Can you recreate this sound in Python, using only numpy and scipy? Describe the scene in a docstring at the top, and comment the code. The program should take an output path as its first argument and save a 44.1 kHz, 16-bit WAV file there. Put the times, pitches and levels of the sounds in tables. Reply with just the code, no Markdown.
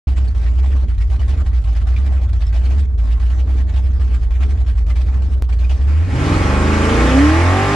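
"""A loping idle booms and rasps in the cabin of an old V8 drag car waiting at the strip. Uneven firing drives
the cabin's resonances in lumps, and loose trim rattles. A sharp click sounds about half a second before the
throttle opens and the revs climb to a loud roar: the engine's orders, harmonics of its four-stroke cycle, sweep
through the resonances of pipes and cabin, over firing blasts and rushing gas."""
import sys
import numpy as np
from scipy import signal
from scipy.fft import rfft, irfft, next_fast_len
from scipy.io import wavfile
from scipy.ndimage import uniform_filter1d, minimum_filter1d, map_coordinates

SR = 44100
rng = np.random.default_rng(int(sys.argv[2]) if len(sys.argv) > 2 else 0)


def to_wav(sig):
    """Store sig (one row per channel, or 1-D mono) as 16-bit WAV at the path in sys.argv[1].

    Samples outside -1..1 are clipped; the rate is SR.
    """
    pcm = np.clip(np.atleast_2d(sig), -1, 1) * 32767
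    pcm = np.round(pcm).astype(np.int16)
    wavfile.write(sys.argv[1], SR, pcm.T)  # frames by channels


N = 341775
OPEN_S = 5.875  # the throttle opens
USUAL_LUMP_DB = -45.5  # relative rasp level of a usual lump

# The idle's lumps, each a run of firings that ends in a stumble:
# (time [s], relative rasp level [dB], the same in the closing lull [dB], dip of the boom [dB])
LUMP_ROWS = [(0.071, -45.5, -48.5, 8), (0.159, -44, -48.5, 3), (0.239, -49, -54.5, 12),
             (0.347, -45, -47.5, 7), (0.439, -45, -52, 9), (0.554, -46, -48.5, 0.5), (0.633, -46, -44.5, 5),
             (0.712, -45, -49.5, 7), (0.801, -45.5, -56, 16), (0.882, -48.5, -55.5, 10.5),
             (0.977, -44.5, -55.5, 10), (1.098, -44, -52.5, 18.5), (1.196, -44, -49.5, 14),
             (1.278, -42.5, -48, 19.5), (1.371, -45.5, -53, 12.5), (1.46, -45, -52.5, 10.5),
             (1.528, -45, -53, 20.5), (1.638, -45.5, -49.5, 9.5), (1.75, -45.5, -47.5, 11),
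             (1.812, -46.5, -53, 12), (1.867, -44, -47.5, 6.5), (1.968, -44.5, -46.5, 6),
             (2.062, -44.5, -48.5, 0), (2.122, -45.5, -50, 10.5), (2.212, -46, -53.5, 11.5),
             (2.286, -46.5, -53, 9), (2.33, -45, -51.5, 21.5), (2.405, -42.5, -48.5, 19.5),
             (2.464, -42.5, -52.5, 9.5), (2.526, -44, -47.5, -2.5), (2.633, -44, -47.5, 1.5),
             (2.781, -44.5, -51, 11), (2.861, -59, -63.5, 7.5), (2.976, -48, -46, 5),
             (3.08, -44.5, -53, 12), (3.197, -45.5, -48.5, 2), (3.3, -43, -49, 6.5),
             (3.372, -46.5, -55.5, 14.5), (3.47, -46.5, -46.5, 2.5), (3.565, -45.5, -57, 5.5),
             (3.667, -47, -53, 24.5), (3.738, -43.5, -51, 7.5), (3.832, -46, -55, 4.5),
             (3.93, -47.5, -54, 14), (3.994, -46.5, -49.5, 4.5), (4.104, -44.5, -53, 14),
             (4.207, -47, -57.5, 16.5), (4.305, -45.5, -49, 5), (4.404, -42.5, -47.5, 5.5),
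             (4.483, -45.5, -53.5, 16.5), (4.573, -45.5, -54, 13), (4.661, -44, -54, 23.5),
             (4.752, -48, -59, 15), (4.863, -44.5, -52, 12), (4.956, -42.5, -48, 19), (5.059, -46, -52, 4),
             (5.14, -47, -54, 2), (5.219, -45.5, -50.5, 13), (5.308, -48.5, -55.5, 13.5),
             (5.414, -50.5, -58, 9), (5.488, -45, -52, 5), (5.591, -45, -50.5, 4.5),
             (5.692, -41, -47, 19.5), (5.79, -44.5, -49, 4)]


def idle():
    """Amplitude modulation: uneven firing makes boom, rasp and buzz rise and fall in lumps."""
    _, rasp_db, lull_db, dip_db = np.transpose(LUMP_ROWS)
    sag = amp(-np.abs(dip_db))
    firings = idle_firings(sag)
    body = boom(firings, rasp_db, sag) + shake() + burble(firings)
    lump_db = lope(rasp_db, rasp_db, lull_db, rise_s=0.0029, hold=0.51, gap_s=0.021) + 2 * wobble(60)
    return body + rasp(firings, lump_db) + panel_buzz(lump_db)


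def idle_firings(sag, centre_hz=61.54, hunt_depth=1.356, stumble_hz=27.7):
    """Frequency modulation: the firing rate hunts and stumbles; its integral counts the firings."""
    # Surges about 2/3 s apart: (time [s], firing rate before hunt_depth widens its swing [Hz])
    hunt = [(.2, 64), (.38, 58.8), (.74, 65.88), (0.999, 56.9), (1.36, 66.6), (1.62, 57.16), (1.86, 60.2),
            (2.049, 66), (2.45, 59.4), (2.62, 59.9), (2.799, 69.2), (3.0, 56.36), (3.45, 63.73),
            (3.85, 63.67), (4.3, 59.96), (4.52, 66.8), (4.8, 57.54), (5.101, 64.95), (5.38, 63.15),
            (5.569, 58.76), (5.85, 67.1)]
    steady = np.zeros(len(sag))
    stumble = lope(steady, steady, 1 - sag, rise_s=0.012, hold=0.564, gap_s=0.00646) ** 3
    surge_hz = hunt_depth * (curves(hunt)[0] - centre_hz)
    rate = centre_hz - 1.3 + surge_hz + 0.8 * wobble(30) - stumble_hz * (stumble - stumble.mean())
    return np.cumsum(rate) / SR


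def boom(firings, rasp_db, sag):
    """Forced oscillation: the cabin air booms at the firing rate, sagging as each lump ends."""
    _, length = lump_spans()
    hold = 1 - 0.36 * np.minimum(length, 0.11) / length  # caps the stumble of a long lump
    push = amp(-9 + 0.3 * (rasp_db - USUAL_LUMP_DB))
    swell = lope(push, push, push * sag, rise_s=0.012, hold=hold, gap_s=0.005)
    phase = 2 * np.pi * firings + np.array([[0.13], [-0.13]])  # left and right are out of step
    return swell * (np.sin(phase) + amp(-30) * np.sin(2 * phase) + amp(-38) * np.sin(3 * phase))


def rev():
    """Superposition under throttle: exhaust orders, roar and rumble add as the revs climb."""
    # Engine speed: (time [s], four-stroke cycle rate [Hz])
    run_up = [(5.85, 8.16), (6.008, 10.1), (6.072, 11.6), (6.156, 15.0), (6.21, 17.4), (6.29, 20.1),
              (6.38, 22.03), (6.48, 23.53), (6.6, 25.48), (6.7, 26.32), (6.81, 26.87), (6.9, 27.85),
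              (7.0, 29.45), (7.09, 31.3), (7.18, 33.9), (7.28, 38.1), (7.39, 41.8), (7.49, 45),
              (7.59, 47.77), (7.67, 49.52), (7.75, 50.68)]
    # Relative levels under load: (time [s], exhaust [dB], roar [dB], rumble [dB])
    load = [(5.87, -27, -39.5, -30.5), (6.0, -25, -41, -35), (6.07, -20.5, -39.5, -30.5),
            (6.17, -27.5, -31, -36.5), (6.28, -22, -26.5, -22), (6.55, -19.5, -27, -35),
            (7.0, -18, -23.5, -21.5), (7.25, -19.5, -24, -29), (7.52, -16, -25, -28.5),
            (7.75, -16.5, -24, -28)]
    speed = curves(run_up)[0]
    exhaust_db, roar_db, rumble_db = curves(load)
    cycles = np.cumsum(speed * (1 + .001 * wobble(20))) / SR
    noise = roar(cycles, roar_db) + rumble(rumble_db)
    return exhaust_orders(cycles, speed, exhaust_db) + noise


def exhaust_orders(cycles, speed, exhaust_db):
    """Harmonic series: unequal cylinders sound each multiple of the cycle, swelling at resonances."""
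    # Strongest orders passing through booms of pipes and cabin: {order: (time [s], level [dB])}
    booms = {2: [(6.1, -50), (6.28, -37), (6.36, -21.5), (6.9, -24), (7.02, -15.5), (7.22, -15), (7.5, -10),
             (7.59, -18), (7.75, -21.5)], 3: [(6.1, -35.5), (6.25, -25.5), (6.5, -18), (6.82, -15.5),
             (7.05, -28), (7.75, -27)], 4: [(6.08, -44), (6.2, -21.5), (6.28, -19), (6.43, -18.5),
             (6.6, -36), (6.85, -36), (6.97, -22), (7.1, -39), (7.75, -54.5)], 8: [(5.87, -8), (6.065, -13),
             (6.11, -21.5), (6.3, -21.5), (6.4, -31), (6.55, -22), (6.9, -21), (7.08, -21.5), (7.17, -11),
             (7.24, -13), (7.3, -17.5), (7.4, -19.5), (7.49, -32), (7.58, -25.5), (7.75, -22)],
             16: [(6.1, -42), (6.25, -23), (6.5, -35), (6.66, -31), (6.85, -25.5), (7.2, -32), (7.48, -32),
             (7.62, -23), (7.75, -34)]}
    # Other orders, set by the unequal cylinders: {order: relative level [dB]}
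    lower_db = {1: 1, 5: 2, 6: 0.5, 7: -2, 9: 1, 10: -0.5, 11: 5.5, 12: 0.5, 13: -1, 14: 7.5, 15: -1.5, 17:
                4.5, 18: -3.5, 19: 6.5, 20: -1, 21: 7, 22: -0.5, 23: -2, 24: 7}
    # Above those, a pattern repeating every eight orders: (relative level [dB])
    upper_db = [0.5, -0.5, 4.5, -2, 0, -1.5, 1.5, -2]
    # Response of pipes and cabin, booming near 80 Hz: (frequency [Hz], gain [dB])
    pipe_tone = [(25, -17), (45, -14.5), (62, 3.5), (85, 5), (110, -8), (150, -13), (175, -13),
                 (205, -20.5), (240, -15.5), (280, -11.5), (320, -17), (370, -19), (450, -22), (530, -27),
                 (600, -24.5), (660, -28), (720, -31.5), (780, -22.5), (870, -22), (950, -28.5),
                 (1080, -21.5), (1180, -20.5), (1280, -27.5), (1550, -26.5), (1900, -24), (2300, -39),
                 (3200, -34)]
    # Orders between firings come in as the engine takes load: (cycle rate [Hz], gain [dB])
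    uneven = [(11, -17.5), (15, 0.5)]
    on = slice(int((OPEN_S - .1) * SR), N)
    load_db = exhaust_db[on] + along(uneven, speed[on])
    hz = np.arange(SR // 8)
    pipe_db = along(pipe_tone, hz) + 0.49 * (cabin_lift(hz) - 2.5)
    orders = lower_db | dict(enumerate(5 * upper_db, max(lower_db) + 1))
    levels = {k: curves(rows)[0][on] + 2 * wobble(12)[on] for k, rows in booms.items()}
    for k, order_db in orders.items():
        levels[k] = load_db + order_db + np.interp(k * speed[on], hz, pipe_db) + 2.2 * wobble(12)[on]
    out = np.zeros((2, N))
    for k, level_db in levels.items():
        phase = 2 * np.pi * (k * cycles[on] + rng.random())
        phase += (0.13 + .003 * k) * wobble(24)[on]
        spread = 0.09 + 0.0098 * k  # shorter waves reach left and right less alike
        out[:, on] += np.sqrt(2) * amp(level_db) * np.sin([phase + spread, phase - spread])
    return out


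def roar(cycles, level_db):
    """Broadband excitation: rushing gas and firing blasts drive the cabin's resonances."""
    # Roar spectrum: (frequency [Hz], relative level [dB])
    tone = [(240, -27.5), (450, -8), (700, -13.5), (850, -8), (1200, -9), (1450, -7.5), (1950, -8),
            (3000, -14), (3900, -18.5), (5640, -21.5), (7600, -24), (10200, -32), (11300, -42.5),
            (14000, -51), (20000, -120)]
    gas = patchy(2.3) * puffs(8 * cycles, sharp=0.11)
    return amp(level_db + 2.5) * in_cabin(gas + blasts(cycles), tone, ring=1.0)


def blasts(cycles, cylinders=8, scatter=0.29, lag_s=.0012, t60=0.21):
    """Convolution: the pipes smear one pulse per firing, each cylinder with its own size and lag."""
    at = np.flatnonzero(np.diff(np.floor(cylinders * cycles)))
    cylinder = np.arange(len(at)) % cylinders
    pulses = np.zeros((2, N))
    for channel in pulses:
        size = amp(1.8 * rng.standard_normal(cylinders))[cylinder]
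        size *= 1 + scatter * rng.standard_normal(len(at))
        lag = (lag_s * SR * rng.random(cylinders)).astype(int)[cylinder]
        channel[np.minimum(at + lag, N - 1)] = size
    t = np.arange(SR // 20) / SR
    pipe = rng.standard_normal((2, len(t))) * amp(-60 * t / t60)
    smeared = signal.fftconvolve(pulses, pipe, axes=1)[:, :N]
    power = np.abs(uniform_filter1d(smeared ** 2, size=8000, axis=1))
    return smeared / np.sqrt(power + 1e-6)


def rumble(level_db):
    """Resonant filtering: the cabin colours a rough, low noise under throttle."""
    # Rumble spectrum: (frequency [Hz], relative level [dB])
    tone = [(15, -37.5), (35, -1), (70, 1), (120, 0), (200, -3), (300, -2), (450, -18.5), (700, -35),
            (1500, -56)]
    return amp(level_db) * in_cabin(patchy(0.61), tone, ring=0.74)


def shake():
    """Band-limited noise: a steady, deep shudder under the idle."""
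    # Shudder spectrum: (frequency [Hz], relative level [dB])
    tone = [(15, -22), (35, 3), (60, 4), (90, 2.5), (130, -16.5), (250, -28.5), (700, -120)]
    return amp(-23) * in_cabin(patchy(0.49), tone, ring=0)


def burble(firings):
    """Modulated noise: a low burble ripples at the firing rate."""
    # Swells with the surges of the idle: (time [s], level [dB])
    swells = [(0.1, -39.5), (0.29, -38), (0.32, -49), (0.38, -40.5), (0.83, -38.5), (0.97, -48.5),
              (1.36, -36), (1.56, -46), (2.16, -38), (2.47, -47), (2.76, -33.5), (2.92, -44.5),
              (3.61, -37.5), (3.72, -42), (4.11, -39.5), (4.36, -44.5), (4.45, -35), (4.78, -46.5),
              (5.17, -36), (5.38, -40), (5.5, -45), (5.8, -37)]
    # Burble spectrum: (frequency [Hz], relative level [dB])
    tone = [(53, -37), (90, -17), (151, -16.5), (187, -6.5), (365, -16.5), (441, -16.5), (514, -26.5),
            (658, -29), (1500, -33.5), (1950, -53), (3300, -120)]
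    return amp(curves(swells)[0]) * in_cabin(patchy(1.86) * puffs(firings, sharp=0.073), tone, ring=0.94)


def rasp(firings, lump_db):
    """Modulated noise: the exhaust's bright rasp follows each lump and rings the cabin."""
    # Rasp spectrum: (frequency [Hz], relative level [dB])
    tone = [(300, -35.5), (700, -5.5), (950, -6.5), (1580, -4), (2510, -12), (4460, -12.5), (8120, -19),
            (10000, -24.5), (11200, -34.5), (13500, -35), (16000, -74)]
    return amp(lump_db + 3) * in_cabin(patchy(2.9) * puffs(firings, sharp=0.16), tone, ring=1.43)


def panel_buzz(lump_db):
    """Nonlinear response: strong lumps set the panels buzzing, 1.7 dB more per dB of rasp."""
    # Buzz spectrum: (frequency [Hz], relative level [dB])
    tone = [(700, -37), (1500, -12), (2400, 2.5), (3500, -2), (5000, -11), (9000, -19.5), (12000, -49)]
    return amp(-51.5 + 1.7 * (lump_db - USUAL_LUMP_DB)) * in_cabin(patchy(3.5), tone, ring=0.41)


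def click(at_s, db, decay_s):
    """Exponential relaxation: a sudden step dies away as one dry click."""
    t = np.arange(N) / SR - at_s
    return amp(db) * (t >= 0) * np.exp(-np.abs(t) / decay_s)


def rattles(t60=0.023, chatter_s=0.0059, clatter_hz=3000):
    """Impact excitation: loose trim chatters on its seat, with a dry clatter and briefly ringing modes."""
    # Metal pieces shaken by a lump: (time [s], ring frequency [Hz], relative level [dB])
    pieces = [(0.274, 4430, -55), (0.456, 1900, -48.5), (1.189, 2980, -53), (1.96, 2380, -44.5),
              (2.462, 5270, -55.5), (2.65, 4350, -55), (4.429, 2404, -50), (4.9, 2084, -48),
              (5.522, 2330, -50.5), (5.585, 4150, -58), (5.64, 2490, -48.5)]
    # Modes of a piece: (frequency ratio, relative level [dB])
    modes = [(1, 7.5), (1.19, -19.5), (1.45, -4), (1.9, -10)]
    t = np.arange(SR // 8) / SR
    chatter = t / chatter_s * np.exp(-t / chatter_s)
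    rings, contacts = np.zeros((2, 2, N))
    for s, hz, db in pieces:
        taps = (rng.random(len(t)) < 1200 / SR) * rng.standard_normal(len(t)) * chatter
        ring = sum(amp(level - 60 * t / t60)
                   * np.sin(2 * np.pi * ratio * hz * t + rng.normal(0, 0.54, (2, 1)))
                   for ratio, level in modes)
        scrape = rng.standard_normal((2, len(t))) * chatter
        ringing = signal.fftconvolve(taps[None], ring, axes=1)[:, :len(t)]
        rings[:, round(s * SR):][:, :len(t)] += amp(db - 0.5) * unit(ringing)
        contacts[:, round(s * SR):][:, :len(t)] += amp(db - 2.5) * unit(scrape)
    return rings + filtered(contacts, lambda hz: np.exp(-2 * np.log((hz + 1) / clatter_hz) ** 2))


def in_cabin(pair, tone, ring):
    """Source and filter: a tone and the cabin colour two excitations into left and right of rms 1."""
    # Likeness of left and right: (frequency [Hz], correlation, taken as 0 where negative)
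    alike = [(60, 0.91), (110, 1), (190, 0.97), (330, 0.98), (580, 0.75), (1030, 0.2), (1810, 0.22),
             (3200, 0.75), (5640, 0.2), (9960, -0.33)]

    def response(hz):
        angle = np.arccos(np.clip(along(alike, hz), 0, 1)) / 2
        return amp(along(tone, hz) + ring * cabin_lift(hz)) * np.array([np.cos(angle), np.sin(angle)])
    mid, side = filtered(pair, response)
    return unit(np.array([mid + side, mid - side]))


def cabin_lift(hz):
    """Resonance: each mode adds a bell-shaped peak of gain, in dB."""
    # Modes of the cabin and its panels: (frequency [Hz], width [Hz], lift [dB])
    modes = [(278.4, 13, 4), (332.2, 7.6, 5.5), (599, 210, 8.5), (780, 14, 8.5), (868, 34, 6),
             (1082, 37, 7.5), (1197, 40, 6), (1335, 17, 7), (1564, 14, 6), (1742, 10, 8), (1899, 18, 7),
             (1990, 50, 5), (2220, 52, 5.5), (2360, 17, 7), (2500, 27, 7), (2840, 2.8, 5), (2970, 4.2, 11),
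             (3320, 12, 5.5)]
    return sum(db / (1 + (2 * (hz - centre) / width) ** 2) for centre, width, db in modes)


def lump_spans():
    """Onset and length of each lump, in seconds."""
    onset = np.transpose(LUMP_ROWS)[0]
    return onset, np.diff(onset, append=OPEN_S + 0.0088)


def lope(start, full, lull, rise_s, hold, gap_s):
    """Envelope: each lump catches, is full after the share hold, then sinks to its lull."""
    onset, length = lump_spans()
    caught, sunk = onset + rise_s, onset + length - gap_s
    held = caught + np.minimum(hold, .9) * (sunk - caught)
    times = np.column_stack([caught, held, sunk, onset + length])
    return line(times.ravel(), np.column_stack([start, full, lull, lull]).ravel())


def puffs(firings, sharp):
    """Periodic gain that peaks once per firing."""
    return unit(np.exp(sharp * np.cos(2 * np.pi * firings)))


def patchy(depth_db):
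    """Two noises whose gain varies in patches of time and frequency."""
    spectra = signal.stft(rng.standard_normal((2, N)), nperseg=512)[2]
    field = uniform_filter1d(rng.standard_normal(spectra.shape[1:]), size=7, axis=0)
    field = uniform_filter1d(field, size=6, axis=1)
    return unit(signal.istft(spectra * amp(depth_db * unit(field)), nperseg=512)[1][:, :N])


def amp(db):
    """Decibels to gain."""
    return 10 ** (np.asarray(db) / 20)


def unit(x):
    """Scaled to rms 1."""
    return x / np.sqrt(np.mean(x ** 2) + 1e-20)


def along(points, hz):
    """(frequency [Hz], value) points read on a log axis."""
    f, v = np.transpose(points)
    return np.interp(np.log(hz + 1), np.log(f + 1), v)


def line(times, values):
    """Linear interpolation, one value per sample."""
    return np.interp(np.arange(N) / SR, times, values)


def curves(rows):
    """One line for each column after the time."""
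    times, *columns = np.transpose(rows)
    return [line(times, column) for column in columns]


def wobble(rate):
    """A smooth random curve, rate knots a second."""
    knots = rng.standard_normal(int(N * rate / SR) + 4)
    coarse = np.arange(0, N + 32, 32) / SR
    return line(coarse, map_coordinates(knots, [coarse * rate]))


def filtered(x, response):
    """Linear filtering: the spectrum of x times a response of frequency."""
    m = next_fast_len(N + SR // 4)
    return irfft(rfft(x, m) * response(np.fft.rfftfreq(m, 1 / SR)), m)[..., :N]


def bass_limited(x, below_hz, ceiling_db):
    """Fast limiting of the bass alone: the strongest lumps come out equally high."""
    bass = filtered(x, lambda hz: 1 / (1 + (hz / below_hz) ** 8))
    peak = np.abs(signal.hilbert(bass.mean(axis=0), next_fast_len(N)))[:N]
    needed = np.minimum(1, amp(ceiling_db) / (peak + 1e-9))
    gain = uniform_filter1d(minimum_filter1d(needed, size=440), size=440)
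    return x + (gain - 1) * bass


def scene():
    """Equal-power crossfade from idle to rev; the whole is a little stronger on the right."""
    throttle = line([OPEN_S - .006, OPEN_S + 0.01], [0, np.pi / 2])
    engine = np.cos(throttle) * idle() + np.sin(throttle) * rev()
    return (engine + rattles() + click(5.4233, db=-13.5, decay_s=0.0045)) * amp([[-.4], [.4]])


def record(dry):
    """Bass limiting, soft clipping and a steep low-pass, after a moment of silence."""
    fade_in = line([.071, .074], [0, 1])
    held = bass_limited(dry, below_hz=142, ceiling_db=-8)
    rounded = held / (1 + np.abs(held / .95) ** 6) ** (1 / 6)
    return filtered(rounded * fade_in, lambda hz: 1 / (1 + (hz / 15100) ** 60))


dry = scene()
out = record(dry)
to_wav(out)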